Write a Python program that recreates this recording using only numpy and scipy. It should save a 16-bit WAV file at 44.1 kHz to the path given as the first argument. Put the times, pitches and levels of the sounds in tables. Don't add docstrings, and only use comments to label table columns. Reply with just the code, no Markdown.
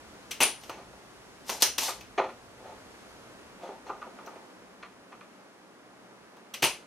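import sys
import numpy as np
from scipy import signal
from scipy.fft import rfft, irfft, next_fast_len
from scipy.io import wavfile
from scipy.ndimage import map_coordinates

SR = 44100
rng = np.random.default_rng(int(sys.argv[2]) if len(sys.argv) > 2 else 0)


def master(y):
    cut = np.clip(np.atleast_2d(y).T, -1, 1)
    pcm = np.round(cut * 32767)
    wavfile.write(sys.argv[1], SR, pcm.astype(np.int16))


N = 302550

# button_s, button_db, release_s, strength_db, flight_s (of the piston),
# chamber_db and spring_db (added to these rings), left_right_db
SHOTS = [(0.3084, 2.5, 0.4026, 1, .0211, -2.5, 4.5, 6.5), (6.537, 0.5, 6.6213, 0.5, .0177, 0.5, -2, 4)]


def amp(db):
    return 10 ** (np.asarray(db) / 20)


def unit(x):
    return x / np.sqrt(np.mean(x ** 2) + 1e-20)


def along(points, hz):
    point_hz, values = np.transpose(points)
    return np.interp(np.log(hz + 1), np.log(point_hz + 1), values)


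def curves(rows):
    s, *columns = np.transpose(rows)
    t = np.arange(N) / SR
    gate = np.clip(np.minimum(t - s[0], s[-1] - t) / 0.006, 0, 1)
    return [gate] + [np.interp(t, s, column) for column in columns]


def wobble(rate):
    knots = rng.standard_normal(int(N * rate / SR) + 4)
    return map_coordinates(knots, [np.arange(N) * rate / SR])


def filtered(x, response):
    n = x.shape[-1]
    m = next_fast_len(n + 8192)
    hz = np.fft.rfftfreq(m, 1 / SR)
    return irfft(rfft(x, m) * response(hz), m)[..., :n]


def body(modes):
    def response(f):
        total = 0
        for k, (centre, width, db) in enumerate(modes):
            resonance = 1j * f * width / (centre * centre - f * f + 1j * f * width)
            total = total + (-1) ** k * amp(db) * resonance
        return total
    return response


def pair(x, spectrum, alike):
    def mid_side_gains(hz):
        angle = np.arccos(np.clip(along(alike, hz), -1, 1)) / 2
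        return amp(along(spectrum, hz)) * [np.cos(angle), np.sin(angle)]
    mid, side = filtered(x, mid_side_gains)
    return np.array([mid + side, mid - side])


def heard(x, to_walls, pan_db, wet_db):
    # frequency_hz, t60_s
    room_t60 = [(200, 0.34), (1000, 0.25), (4000, 0.29), (10000, 0.27), (13000, .22), (15500, 0.15)]
    # frequency_hz, left_right_likeness
    tail_alike = [(300, 1), (2000, 0.93), (5000, 0.53), (10000, 0.083)]
    # frequency_hz, share (of left_right_db)
    shadow_share = [(300, 0.5), (2000, 0), (6000, 0.57), (13000, 0.5)]
    hz, t, z = signal.stft(rng.standard_normal((2, SR // 2)), SR, nperseg=256)
    decay = amp(-60 * t / along(room_t60, hz)[:, None])
    tail = signal.istft(z * decay, SR, nperseg=256)[1]
    tail = pair(tail, [(20, 0)], tail_alike)
    tail *= np.clip(np.arange(tail.shape[1]) / SR / 0.0042, 0, 1)
    tail /= np.linalg.norm(tail[0])
    wet = signal.fftconvolve(to_walls[None], tail, axes=1)[:, :len(x)]
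    return filtered(x + amp(wet_db) * wet,
                    lambda f: amp(pan_db / 2 * along(shadow_share, f) * [[1], [-1]]))


def blows(events, parts, wet_db):
    out = np.zeros((2, N + SR))
    t = np.arange(SR // 2) / SR
    for s, db, levels, pan_db, length in events:
        u = t / max(length, .0003)
        rattle = u ** 1.47 * np.exp(-2.6 * u) * rng.standard_normal(len(t))
        unevenness_db = 4.1 * rng.standard_normal(len(t) // 16 + 1).repeat(16)[:len(t)]
        rattle *= amp(unevenness_db)
        tap = 1. * (np.arange(len(t)) == round(length * SR / 2))
        direct, even = np.zeros((2, len(t)))
        for level, part in zip(levels, parts):
            ring, smooth = filtered(np.array([rattle, tap]), part)
            ring = amp(db + level) * ring / np.abs(ring).max()
            direct = direct + ring
            even = even + smooth * np.linalg.norm(ring) / np.linalg.norm(smooth)
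        start = round(s * SR)
        out[:, start:start + len(t)] += heard(direct, even, pan_db, wet_db)
    return out[:, :N]


def strokes(tables, sound, pan_db, wet_db):
    out = np.zeros((2, N + SR))
    for rows in tables:
        gate, *levels = curves(rows)
        start = round(rows[0][0] * SR)
        stroke = np.pad(gate * sound(*levels), (0, SR))[start:start + SR]
        out[:, start:start + SR] += heard(stroke, stroke, pan_db, wet_db)
    return out[:, :N]


def grit(rate, depth_db):
    return unit(amp(depth_db * wobble(rate)) * rng.standard_normal(N))


def workshop():
    # frequency_hz, relative_db
    fan_spectrum = [(60, -52.5), (95, -29), (125, -16.5), (155, -16), (185, -6.5), (300, -5.5), (600, -8.5),
                    (1420, -12.5), (2300, -18.5), (3500, -24), (6200, -27), (8200, -31.5), (10000, -31),
                    (13000, -39.5), (14500, -46.5), (15600, -59.5)]
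    # frequency_hz, left_right_likeness
    fan_alike = [(60, 0.79), (550, 0.63), (1650, 0.56), (4000, 0.35), (8000, 0.102), (15000, .05)]
    # frequency_hz, relative_db
    rumble_spectrum = [(12, -47), (20, -6.5), (32, -12.5), (54, 3), (91, -2), (130, 2), (170, -11.5),
                       (290, -120)]
    # frequency_hz, level_db
    hum_tones = [(60, -88), (120, -80.5), (186, -74)]
    # time_s, fans_db, fan_treble_db (relative to the fans), rumble_db
    background_course = [(0, -52.5, 4.5, -60), (1, -52.5, 4.5, -63.5), (3.2, -52, 3.5, -66),
                         (4.1, -51, 0.8, -69.5), (5, -53.5, 1, -77), (6.86, -52.5, -0.5, -86)]
    _, fans_db, hiss_db, rumble_db = curves(background_course)

    fan_lag_s = 0.00012
    fans = unit(pair(rng.standard_normal((2, N)), fan_spectrum, fan_alike))
    fans = filtered(fans, lambda hz: np.exp(1j * np.pi * hz * fan_lag_s * np.array([[-1], [1]])))
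    hiss = filtered(fans, lambda hz: 1 / (1 + (2600 / (hz + 1)) ** 4))
    fans = amp(fans_db + 0.6 * wobble(2.8)) * (fans + (amp(hiss_db) - 1) * hiss)

    rumble = unit(pair(rng.standard_normal((2, N)), rumble_spectrum, [(40, 0.81)]))
    rumble = amp(rumble_db + 2.0 * wobble(9)) * rumble

    t = np.arange(N) / SR
    hum = 0
    for hz, db in hum_tones:
        level = np.sqrt(2) * amp(db + 3.7 * wobble(5))
        hum = hum + level * np.sin(2 * np.pi * hz * t + 0.31 * wobble(8.6))
    return fans + rumble + hum


def pump():
    # frequency_hz, width_hz, relative_db
    barrel_modes = [(403, 265, -0.5), (886, 246, 5), (1243, 560, -3.5)]
    chamber_modes = [(2030, 380, -2), (2440, 340, 9.5), (2890, 810, 4.5), (3180, 80, -14)]
    rod_modes = [(4070, 200, -10.5), (5090, 100, 3), (5856, 200, 1), (6600, 220, 0), (14040, 420, -7)]
    spring_modes = [(9100, 328, -5.5), (9650, 200, 4.5)]
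    # frequency_hz, relative_db
    crack_spectrum = [(100, -33.5), (400, -25.5), (1500, -2.5), (7000, -2), (12500, -5), (14500, -19),
                      (16000, -28)]
    # frequency_hz, relative_db
    rub_spectrum = [(150, -46.5), (250, -9.5), (474, -11), (897, -0.5), (1380, -15), (1990, -8), (3510, -5),
                    (6000, -2), (7770, -7.5), (13300, -10), (15500, -32)]
    # crack_db, barrel_db, chamber_db, rod_db, spring_db, rattle_s
    button_contact = (-29.5, -44.5, -32.5, -31, -45.5, .009)
    release_contact = (-20.5, -18.5, -15, -25, -32, .011)
    stop_contact = (-17, -19, -14.5, -26, -29, .004)
    slap_contact = (-27, -30.5, -18, -35, -15.5, .0012)
    rebound_contact = (-26, -32, -41, -42, -36, .003)
    # crack_db, barrel_db, chamber_db, rod_db, spring_db
    rod_hit = (-1.5, -9.5, -9.5, -3.5, -13)
    # crack_db, barrel_db, chamber_db, rod_db, spring_db
    soft_tick = (-5, 2.5, 1, -3.5, -24)
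    # crack, barrel, chamber, rod, spring [dB per dB]
    tick_hardening = (0.29, -2, 0.05, 1, .3)
    # time_s, level_db, barrel_db and chamber_db (added to these rings), left_right_db, rattle_s
    cocking_hits = [(1.493, -27, 13.5, 9.5, -1, 0.0034), (1.497, -23, 2.5, -3, 9, .004),
                    (1.622, -5, -8.5, 1.5, 12.5, .0006), (1.625, -4.5, -6.5, -5.5, -3, .003),
                    (1.637, -26.5, -1, -1.5, -6.5, .004), (1.779, -17, -0.5, 5, 6, .008)]
    # time_s, level_db, hardness_db, left_right_db
    handling_ticks = [(0.634, -43, 0.5, 0), (0.694, -37.5, -1, 3), (2.008, -42, 2, 4),
                      (4.2604, -56, 15, 12), (6.3653, -54.5, -3, 4)]
    # start_s, loudest_s, end_s, loudest_db, start_db, end_db
    hand_pushes = [(0.606, .63, 0.71, -60, -54, -61.5), (1.44, 1.493, 1.59, -37.5, -72.5, -52.5),
                   (1.599, 1.616, 1.622, -35.5, -45, -29.5), (1.79, 1.832, 1.915, -31.5, -39.5, -39.5)]

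    parts = [lambda hz: amp(along(crack_spectrum, hz))]
    parts += [body(modes) for modes in (barrel_modes, chamber_modes, rod_modes, spring_modes)]
    slap_s, rebound_s = .008, 0.029
    flight_db, flight_tail_s = -29.5, 0.023
    events, slides = [], []
    for button_s, button_db, release_s, db, flight_s, chamber_db, spring_db, pan_db in SHOTS:
        stop_s = release_s + flight_s
        events.append((button_s, button_db, button_contact[:-1], pan_db, button_contact[-1]))
        contacts = ((release_s, release_contact), (stop_s, stop_contact),
                    (stop_s + slap_s, slap_contact), (stop_s + rebound_s, rebound_contact))
        for at, (*levels, rattle_s) in contacts:
            shot_levels = np.add(levels, (0, 0, chamber_db, 0, spring_db))
            events.append((at, db, shot_levels, pan_db, rattle_s))
        slides.append([(release_s, db + flight_db), (stop_s + flight_tail_s, db + flight_db)])
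    for s, db, barrel_db, chamber_db, pan_db, rattle_s in cocking_hits:
        levels = np.add(rod_hit, (0, barrel_db, chamber_db, 0, 0))
        events.append((s, db, levels, pan_db, rattle_s))
    for s, db, hard_db, pan_db in handling_ticks:
        levels = soft_tick + hard_db * np.array(tick_hardening)
        events.append((s, db, levels, pan_db, .005))
    for start, loudest, end, db, start_db, end_db in hand_pushes:
        slides.append([(start, start_db), (loudest, db), (end, end_db)])

    seal = unit(filtered(grit(350, depth_db=1.5), lambda hz: amp(along(rub_spectrum, hz))))
    contacts = blows(events, parts, wet_db=-1.5)
    return contacts + strokes(slides, lambda db: amp(db) * seal, pan_db=5.0, wet_db=-1.5)


def recoil():
    # time_s, peak_db
    latch_push = (1.4, -51)
    delay_s, recoil_db = 0.0038, -39.5
    pushes = [(s + delay_s, db + recoil_db) for _, _, s, db, *_ in SHOTS] + [latch_push]
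    events = [(s, db, (0,), 0, .012) for s, db in pushes]
    return blows(events, [body([(45.13, 69, -1), (161, 350, -1)])], wet_db=2)


def bench():
    # frequency_hz, width_hz, relative_db
    wood_modes = [(391.5, 47, 2.5), (526, 30, 6), (684, 150, 2), (890.5, 77, 4)]
    tray_modes = [(996, 38, -3), (1207, 94, -0.5), (1460, 85, -8)]
    board_modes = [(1810, 259, 1.5), (2487, 490, 0.4), (3420, 450, -4.5), (4190, 270, -3.5),
                   (6260, 730, -8)]
    # time_s, wood_peak_db, tray_db and board_db (relative to the wood), rattle_s
    bench_knocks = [(0.691, -33.5, -4.5, -7.5, 0.0085), (0.782, -38.5, -5.5, -13, 0.006),
                    (0.928, -44, -5, -12, 0.0089), (1.544, -37.5, -22, -9, 0.0074),
                    (1.880, -27, -3.5, -2.5, 0.0079), (1.896, -39.5, 2, -3, 0.008),
                    (2.176, -18, -5, -6, .011), (2.190, -19.5, -1, -6.5, 0.0063),
                    (2.234, -26, -8, -8.5, 0.013), (2.285, -41, 1, -3, .012),
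                    (3.687, -30.5, -11, -26, 0.00776), (3.893, -27, 0.5, -16, 0.01),
                    (4.013, -39, 5.5, 0.5, 0.013), (4.063, -39.5, -11, -22, 0.0091),
                    (4.183, -41.5, 1, -5.5, 0.013), (4.267, -38, -3, -4.5, .012),
                    (4.355, -41, -9, -8, 0.0085), (4.824, -44, 7.5, 7, 0.012), (5.119, -47.5, 5, 2, 0.0121),
                    (5.207, -50.5, 6, 8.5, .008)]
    # start_s, loudest_s, end_s, loudest_db, board_db
    bench_scuffs = [(0.698, 0.7, 0.97, -48, -7), (2.527, 2.675, 2.91, -49.5, -15.5),
                    (3.596, 3.635, 3.82, -42.5, -14), (3.853, 3.868, 3.98, -44.5, -11.5),
                    (4.136, 4.31, 4.55, -52.5, -26)]

    parts = [body(wood_modes), body(tray_modes), body(board_modes)]
    blunt = [lambda hz, part=part: part(hz) / (1 + 1j * hz / 3200) ** 2 for part in parts]
    knock_pan_db = 0.6
    events = [(s, db, (0, *levels), knock_pan_db, rattle_s) for s, db, *levels, rattle_s in bench_knocks]

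    wood, tray, board = (unit(filtered(grit(60, depth_db=-2.0), part)) for part in parts)

    def scuff(db, board_db):
        return amp(db) * (wood + amp(-9.5) * tray + amp(board_db) * board)

    start_db, end_db = -18, -26.5
    drags = []
    for start, loudest, end, db, board_db in bench_scuffs:
        drags.append([(start, db + start_db, board_db), (loudest, db, board_db), (end, db + end_db, board_db)])
    return blows(events, blunt, wet_db=-2.5) + strokes(drags, scuff, pan_db=1.65, wet_db=-1)


def scene():
    return workshop() + pump() + recoil() + bench()


def record(dry):
    return filtered(dry, lambda hz: hz < 15800)


dry = scene()
out = record(dry)
master(out)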